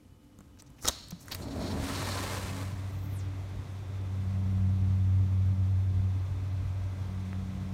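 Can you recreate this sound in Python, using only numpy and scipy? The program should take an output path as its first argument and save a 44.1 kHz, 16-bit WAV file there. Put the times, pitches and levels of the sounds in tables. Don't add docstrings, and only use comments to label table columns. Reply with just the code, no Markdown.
import sys
import numpy as np
from scipy import signal
from scipy.fft import rfft, irfft, next_fast_len
from scipy.io import wavfile

SR = 44100
rng = np.random.default_rng(int(sys.argv[2]) if len(sys.argv) > 2 else 0)


def pcm_store(signal):
    levels = np.round(np.clip(np.atleast_2d(signal), -1, 1) * 32767)
    wavfile.write(sys.argv[1], SR, levels.astype(np.int16).T)


N = 341025
TIME = np.arange(N) / SR

# f/Hz, level/dB
ROOM_SPECTRUM = [(15, -47.5), (25, -20.5), (60, 1.5), (80, -3.5), (97, 4), (125, -16), (200, -6.5),
                 (290, -3), (350, -15.5), (510, -20), (620, -27), (1250, -30), (1800, -33), (4870, -35.5),
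                 (12500, -40), (16000, -46)]
# f/Hz, level/dB
ROOM_TONES = [(290.7, -69), (511.4, -77.5), (866.7, -82), (1260, -82.5)]
# t/s, rumble level/dB, fan level/dB
AIR_LEVELS = [(0, -62, -78.5), (1.3, -54, -63.5), (1.6, -42.5, -79), (2.2, -44, -68), (2.75, -43, -54),
              (5.6, -42.5, -56), (6.3, -40, -55), (6.8, -42.5, -54.5), (7.73, -42.5, -54.5)]
# f/Hz, level/dB
RUMBLE_SPECTRUM = [(15, -51), (25, -27), (43, -10.5), (56, 2.5), (70, -4.5), (82, 1), (108, -6), (135, 2),
                   (150, -9.5), (170, -9), (220, -18.5), (290, -17), (330, -25), (450, -57)]
# f/Hz, level/dB
FAN_SPECTRUM = [(190, -35), (350, -7.5), (450, -4.5), (720, -6.5), (1100, -8.5), (1800, -15), (2100, -12.5),
                (2850, -19), (3500, -17), (4950, -23.5), (5800, -21.5), (7800, -28), (9500, -29.5),
                (10500, -36), (11400, -32), (12800, -36), (14300, -34.5), (16000, -42)]
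WHINE_MULTIPLES = [6, 7, 8, 10, 12, 15, 16, 17, 18, 20, 22, 24, 27, 29, 33, 34, 35, 42, 43, 44, 45, 48, 50,
                   56, 59, 60, 67, 70]
WHINE_LEVELS = [-68.5, -72, -77.5, -68.5, -69, -73, -77.5, -83, -72, -73, -76, -84, -75.5, -84.5, -83, -78,
                -78.5, -80, -82, -84.5, -78, -85, -92, -88.5, -84.5, -78, -84, -83]
# t/s, peak level/dB, f/Hz, fade time/s, frame knock level/dB
CLICKS = [(0.388, -43.5, 6800, 0.0046, -52), (0.406, -47, 7600, 0.0045, -47.5),
          (.574, -53, 2200, .006, -62), (0.622, -38.5, 8140, 0.0037, -50), (0.7026, -50, 8900, 0.0044, -58),
          (0.826, -40, 8600, 0.0059, -44), (0.836, -36, 7100, .006, -41), (0.8477, -37, 2080, .012, -28),
          (0.854, -21.5, 5860, 0.0099, -27), (0.867, -37, 5600, 0.0072, -29),
          (0.8772, -16.5, 5530, 0.0089, -48), (0.878, -19, 4000, 0.029, -24.5),
          (0.883, -11.5, 6350, 0.0064, -22.5), (0.885, -9, 6320, 0.01, -31), (0.893, -24, 3930, .015, -23),
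          (1.084, -43, 9000, 0.008, -58), (1.106, -37.5, 12500, 0.011, -57),
          (1.1204, -42, 3200, 0.0075, -40), (1.212, -49, 7500, 0.002, -72), (1.23, -47, 8000, .002, -62),
          (1.258, -45, 13000, .004, -74), (1.282, -34.5, 1660, .005, -59), (1.283, -40, 7040, 0.0061, -68),
          (1.308, -40, 2020, 0.008, -46), (1.3195, -28, 12900, .003, -62), (1.3473, -24, 14600, .002, -62),
          (1.3485, -29, 2220, 0.0048, -54), (1.349, -28, 4330, 0.0034, -46), (1.353, -36, 8800, 0.013, -60),
          (1.825, -49, 5000, .008, -57), (2.623, -40, 3000, .008, -33), (2.718, -45, 4000, .006, -60)]
# f/Hz, level/dB, fade time/s
LATCH_NOTES = [(3840, 6, 0.029), (4330, -2, 0.025), (5500, -10, .016), (6400, -4, 0.017),
               (8340, -1, 0.0095), (11600, -2, 0.011), (14000, 6, .01), (1930, -6, .02)]
# t/s, length/s, slip rate/Hz, level/dB, f/Hz
CREAKS = [(0.588, .006, 1800, -51, 6200), (0.594, 0.022, 1300, -42, 5950), (0.661, 0.028, 530, -50, 6200),
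          (0.783, .02, 690, -55, 6300), (0.782, 0.031, 1100, -51.5, 2500), (0.844, 0.015, 1800, -32, 5500),
          (0.862, 0.031, 1300, -25, 5360), (1.107, 0.011, 1300, -34, 6100),
          (1.312, 0.031, 450, -20.5, 4400)]
# t/s, level/dB, f/Hz, fade time/s
THUDS = [(0.389, -37, 200, 0.016), (.408, -42, 179, 0.037), (.714, -53, 150, .05), (.845, -32.5, 77, 0.12),
         (.884, -34, 68.6, 0.12), (1.127, -31, 175, 0.096), (1.35, -35, 89, 0.27)]
# t/s, level/dB
SCUFF_LEVELS = [(.78, -74), (.83, -48), (.89, -42.5), (.95, -63), (1.05, -85), (1.19, -69), (1.21, -58),
                (1.3, -64), (1.36, -60), (1.42, -62), (1.83, -67)]
# f/Hz, level/dB
SCUFF_SPECTRUM = [(3000, -16), (5500, 8), (8500, 3), (10500, 0), (13500, -2), (16000, -8)]
# f/Hz, width/Hz, level/dB
RUB_NOTES = [(3240, 60, -29), (4000, 65, -10), (4180, 80, 0), (4260, 80, 3), (4530, 110, 5),
             (5320, 91, 2.5), (6450, 200, -1.5), (8100, 200, -32)]
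# t/s, level/dB
RUB_LEVELS = [(1.43, -61), (1.5, -58.5), (1.7, -51.5), (1.85, -55), (1.95, -49), (2.2, -50), (2.3, -59)]
# t/s, roller level/dB, seal level/dB
SLIDE_LEVELS = [(1.37, -48.5, -51), (1.45, -39.5, -59), (1.6, -36.5, -51.5), (1.79, -34, -47),
                (1.85, -39.5, -40), (2.2, -45, -38.5), (2.38, -48, -40), (2.46, -49, -43.5),
                (2.65, -48.5, -47.5), (2.75, -55, -57), (2.9, -59, -59)]
# f/Hz, level/dB
ROLLER_SPECTRUM = [(24, -39), (40, -28), (70, 7.5), (162, -8), (200, 2), (278, -4.5), (406, -9), (467, -8),
                   (518, -17), (595, -6), (745, -14.5), (812, -15.5), (2500, -34), (3250, -79),
                   (5500, -120)]
# f/Hz, level/dB
SEAL_SPECTRUM = [(180, -31), (300, -7.5), (550, -1), (750, -4.5), (1040, 1), (1500, -5), (1860, -3.5),
                 (2500, -7.5), (3400, -9), (4110, -8.5), (4900, -11.5), (8900, -13.5), (10500, -19.5),
                 (12200, -18.5), (16000, -26.5)]
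# t/s, level/dB
GLASS_LEVELS = [(1.4, -60), (1.47, -47), (1.75, -48), (1.86, -40), (2.12, -52.5), (2.2, -45), (2.4, -58),
                (2.6, -45.5), (2.67, -61)]
# t/s, first level/dB, second level/dB, third level/dB
HUM_LEVELS = [(1.8, -51, -60, -58), (2.0, -39.5, -61, -55), (2.35, -38.5, -47, -67), (2.75, -35, -53, -56),
              (3.3, -35.5, -62, -54), (3.65, -41, -60, -65.5), (4.0, -35, -54, -62),
              (4.3, -31, -42.5, -61.5), (4.55, -28, -38, -59), (5.1, -25.5, -42.5, -51),
              (5.6, -25, -44, -57.5), (5.8, -26.5, -49.5, -57), (6.05, -27, -42.5, -60.5),
              (6.25, -32.5, -63, -61.5), (6.55, -31.5, -61, -55), (6.85, -33, -59, -60),
              (7.12, -36.5, -44.5, -60), (7.73, -38.5, -38.5, -54.5)]
# t/s, f/Hz
HUM_PITCH = [(1.8, 95.9), (3.75, 95.9), (4.25, 95.3), (4.75, 95.0), (5.25, 94.7), (6.25, 94.4),
             (7.73, 93.9)]
# t/s, depth/dB
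HUM_DIPS = [(2.77, 5), (2.91, 7), (3.07, 2), (3.5, 4), (3.68, 4), (4.25, 2.5), (4.79, 1), (5.27, 4.5),
            (5.56, 8), (5.93, 3)]
# t/s, f/Hz, level/dB
HISS_PATH = [(2.9, 15600, -71), (2.95, 14700, -68), (3.02, 14300, -64), (3.08, 13600, -63),
             (3.12, 12400, -62), (3.15, 10700, -61), (3.18, 8320, -61), (3.205, 5800, -59),
             (3.22, 4500, -64)]


def amp(db):
    return 10 ** (np.asarray(db) / 20)


def rms_one(x):
    return x / np.sqrt(np.mean(x ** 2) + 1e-20)


def in_time(rows):
    s, *columns = np.transpose(rows)
    return [np.interp(TIME, s, c) for c in columns]


def span(rows, fade_s=0.03):
    return np.clip(np.minimum(TIME - rows[0][0], rows[-1][0] - TIME) / fade_s + 1, 0, 1)


def drift(hz):
    r = np.exp(-80 * np.pi * hz / SR)
    slow = signal.lfilter([1], [1, -2 * r, r * r], rng.standard_normal(N // 40 + 2002))[2000:]
    return np.interp(np.arange(N) / 40, np.arange(len(slow)), rms_one(slow))


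def shaped_noise(spectrum, flicker_db, grain_db=0.0):
    size = next_fast_len(N)
    white = rng.standard_normal(N) * amp(grain_db * drift(130))
    hz = np.maximum(np.fft.rfftfreq(size, 1 / SR), 1)
    point_hz, point_db = np.transpose(spectrum)
    shaped = rfft(white, size) * amp(np.interp(np.log(hz), np.log(point_hz), point_db, -90, -90))
    out, together = 0, drift(6.6)
    for centre in 2.0 ** np.arange(4, 15):
        share = np.clip(1 - np.abs(np.log2(hz / centre)), 0, 1)
        if point_hz[0] / 2 < centre < point_hz[-1] * 2:
            octave = irfft(shaped * share, size)[:N]
            out = out + octave * amp(flicker_db * (0.59 * together + drift(17.6)))
    return rms_one(out)


def ring(x, hz, fade_s):
    r, w = amp(-60 / (max(fade_s, .001) * SR)), 2 * np.pi * hz / SR
    return signal.lfilter([0, np.sin(w)], [1, -2 * r * np.cos(w), r * r], x + 1e-18)


def add(out, s, sound):
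    i = round(s * SR)
    out[i:i + len(sound)] += sound[:N - i]


def room():
    tones = sum(amp(db + 0.71 * drift(5.4)) * np.sin(2 * np.pi * hz * TIME + 0.74 * drift(11.0))
                for hz, db in ROOM_TONES)
    tones += amp(-85 + 4 * drift(30)) * np.sin(2 * np.pi * 2975 * TIME + drift(8))
    noise = amp(-57) * shaped_noise(ROOM_SPECTRUM, flicker_db=0.7)
    return noise + np.sqrt(2) * tones * np.interp(TIME, [.9, 1.5], [1, 0])


def air_conditioner(shaft_hz=59.095, open_fan_db=-54.5):
    rumble_db, fan_db = in_time(AIR_LEVELS)
    turn = 2 * np.pi * shaft_hz * TIME + 0.03 * drift(0.84)
    starts = rng.uniform(0, 2 * np.pi, len(WHINE_MULTIPLES))
    whine = sum(amp(db + 2.15 * drift(0.78)) * np.sin(k * turn + start)
                for k, db, start in zip(WHINE_MULTIPLES, WHINE_LEVELS, starts))
    rumble = amp(rumble_db + 0.5 * drift(0.65)) * shaped_noise(RUMBLE_SPECTRUM, flicker_db=2.5)
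    fan = amp(fan_db + 0.23 * drift(1.0)) * shaped_noise(FAN_SPECTRUM, flicker_db=0.62)
    return rumble + fan + np.sqrt(2) * amp(fan_db - open_fan_db) * whine


def strike(hz, fade_s, chances, noise):
    age = np.arange(len(noise)) / SR / max(fade_s, .002)
    burst = noise * amp(-60 * age) * np.minimum(age / 0.041, 1)
    soften = signal.butter(1, min(2.1 * hz, 18000), fs=SR, output="sos")
    edge = signal.sosfilt(soften, np.diff(burst, prepend=0))
    crack = ring(edge, hz, 3.9 / hz)
    note = ring(crack, hz, 5.4 / hz)
    metal = sum(amp(db + 2.0 * chance - 11.0 * abs(np.log2(f / hz))) * ring(crack, f, ring_s)
                for (f, db, ring_s), chance in zip(LATCH_NOTES, chances))
    sound = 0.46 * rms_one(edge) + 0.087 * rms_one(crack) + rms_one(note) + 0.48 * rms_one(metal)
    return sound / np.max(np.abs(sound))


def clicks(roller_turn_s=.0378):
    out = np.zeros(N)
    ticks = [(1.486 + k * roller_turn_s, -46 + 2.9 * louder, 4420 * (1 + .03 * higher), .008, -59)
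             for k, (louder, higher) in enumerate(rng.standard_normal((7, 2)))]
    for s, db, hz, fade_s, knock_db in CLICKS + ticks:
        noise = rng.standard_normal(2600)
        add(out, s, amp(db) * strike(hz, fade_s, rng.standard_normal(len(LATCH_NOTES)), noise))
        shake = noise * amp(-60 * TIME[:2600] / 0.038)
        knock = ring(shake, 480, 0.0056) + 1.45 * ring(shake, 1210, 0.0035)
        add(out, s, amp(knock_db) * knock / np.max(np.abs(knock)))
    return out


def thuds():
    out = np.zeros(N)
    for s, db, hz, fade_s in THUDS:
        add(out, s, amp(db) * ring(signal.unit_impulse(9000), hz, fade_s))
    return out


def wall_echo(x, fade_s=0.57, echo_db=-22):
    tail = rng.standard_normal(SR // 2) * amp(-60 * TIME[:SR // 2] / fade_s)
    tail = signal.lfilter([1, .9], [1, -.6], tail)
    return x + amp(echo_db) * signal.fftconvolve(x, tail / np.sqrt(np.sum(tail ** 2)))[:N]


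def creaks():
    out = np.zeros(N)
    for s, length, rate, db, hz in CREAKS:
        gaps = rng.normal(1, 120 / rate + rate / 3000, 100)
        sizes_db = rng.normal(0, 1.6, 100)
        at = np.cumsum(np.abs(gaps)) / rate
        on = at < length
        slips = np.zeros(4000)
        slips[(at[on] * SR).astype(int)] = amp(sizes_db[on]) * np.sin(np.pi * (at[on] / length) ** 0.52)
        sound = ring(slips, hz, 3.4 / hz) + .5 * np.diff(slips, prepend=0) + 0.11 * ring(slips, hz, 0.0079)
        add(out, s, amp(db) * sound)
    return out


def scuff():
    hiss = shaped_noise(SCUFF_SPECTRUM, flicker_db=3.5, grain_db=1.5)
    return span(SCUFF_LEVELS) * amp(in_time(SCUFF_LEVELS)[0]) * hiss


def metal_rub(clack_s=0.915, fade_db_per_s=67):
    grains = rng.standard_normal(N) * amp(0.94 * drift(230))
    metal = sum(amp(db) * rms_one(ring(grains, hz, 0.69 / width)) for hz, width, db in RUB_NOTES)
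    age = TIME - clack_s
    after_clack = np.clip(age / 0.02 + 1, 0, 1) * amp(-45 - fade_db_per_s * np.maximum(age, 0))
    rolling = span(RUB_LEVELS, 0.023) * amp(in_time(RUB_LEVELS)[0] + 4.5 * drift(23))
    return rms_one(metal) * (after_clack + rolling)


def slide():
    rollers_db, seal_db = in_time(SLIDE_LEVELS)
    rollers = amp(rollers_db + drift(16)) * shaped_noise(ROLLER_SPECTRUM, flicker_db=1.0, grain_db=2.0)
    seal = shaped_noise(SEAL_SPECTRUM, flicker_db=0.0, grain_db=1.5)
    pitches = np.geomspace(320, 2600, 22) * rng.normal(1, 0.03, 22)
    panel = sum(amp(3.5 * drift(9.2)) * ring(seal, hz, 0.12) for hz in pitches)
    return span(SLIDE_LEVELS, 0.14) * (rollers + amp(seal_db) * (seal + 0.43 * rms_one(panel)))


def glass():
    hz = 277 + 2.52 * drift(3.6)
    level = span(GLASS_LEVELS, 0.057) * amp(in_time(GLASS_LEVELS)[0] + 2.3 * drift(10))
    return np.sqrt(2) * level * np.sin(2 * np.pi * np.cumsum(hz) / SR)


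def hum(half_dip_s=0.039):
    turn = 2 * np.pi * np.cumsum(in_time(HUM_PITCH)[0]) / SR
    first_db, second_db, third_db = in_time(HUM_LEVELS)
    first_db -= sum(db * np.clip(1 - np.abs(TIME - s) / half_dip_s, 0, 1) for s, db in HUM_DIPS)
    levels = [first_db + 0.65 * drift(7.4), second_db + drift(3.1),
              third_db + 1.9 * drift(5.0), -67.5 + 3 * drift(1.6)]
    tones = sum(amp(db + 0.48 * drift(26)) * np.sin(k * (turn + 0.17 * drift(7.3)))
                for k, db in enumerate(levels, 1))
    return np.sqrt(2) * span(HUM_LEVELS, 0.86) * tones


def falling_hiss():
    hz, db = in_time(HISS_PATH)
    out = 0
    for ratio, band_db, spread_hz in [(.96, -4, 550), (1.17, -3, 900)]:
        smooth = signal.butter(2, spread_hz, fs=SR, output="sos")
        noise = signal.sosfilt(smooth, rng.standard_normal((2, N)))
        turn = 2 * np.pi * np.cumsum(hz * ratio * (1 + 0.014 * drift(31.3))) / SR
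        band = rms_one(noise[0] * np.cos(turn) + noise[1] * np.sin(turn))
        out = out + amp(band_db + 2.4 * drift(45)) * band
    return span(HISS_PATH) * amp(db) * out


def tap(at_s=7.3305, hz=1600):
    out = np.zeros(N)
    tail = 0.015 * rng.standard_normal(6000) * amp(-60 * TIME[:6000] / 0.17)
    push = signal.unit_impulse(6000) + tail
    add(out, at_s, amp(-29) * (ring(push, hz, 0.003) + 0.4 * ring(push, hz / 2, 0.005)))
    return out


def scene():
    door = slide() + glass() + metal_rub() + scuff() + wall_echo(clicks() + thuds() + creaks())
    return (room() + hum() + air_conditioner() + door + falling_hiss() + tap())[None]


def record(dry):
    return signal.sosfilt(signal.cheby2(14, 60, 16500, fs=SR, output="sos"), dry)


dry = scene()
out = record(dry)
pcm_store(out)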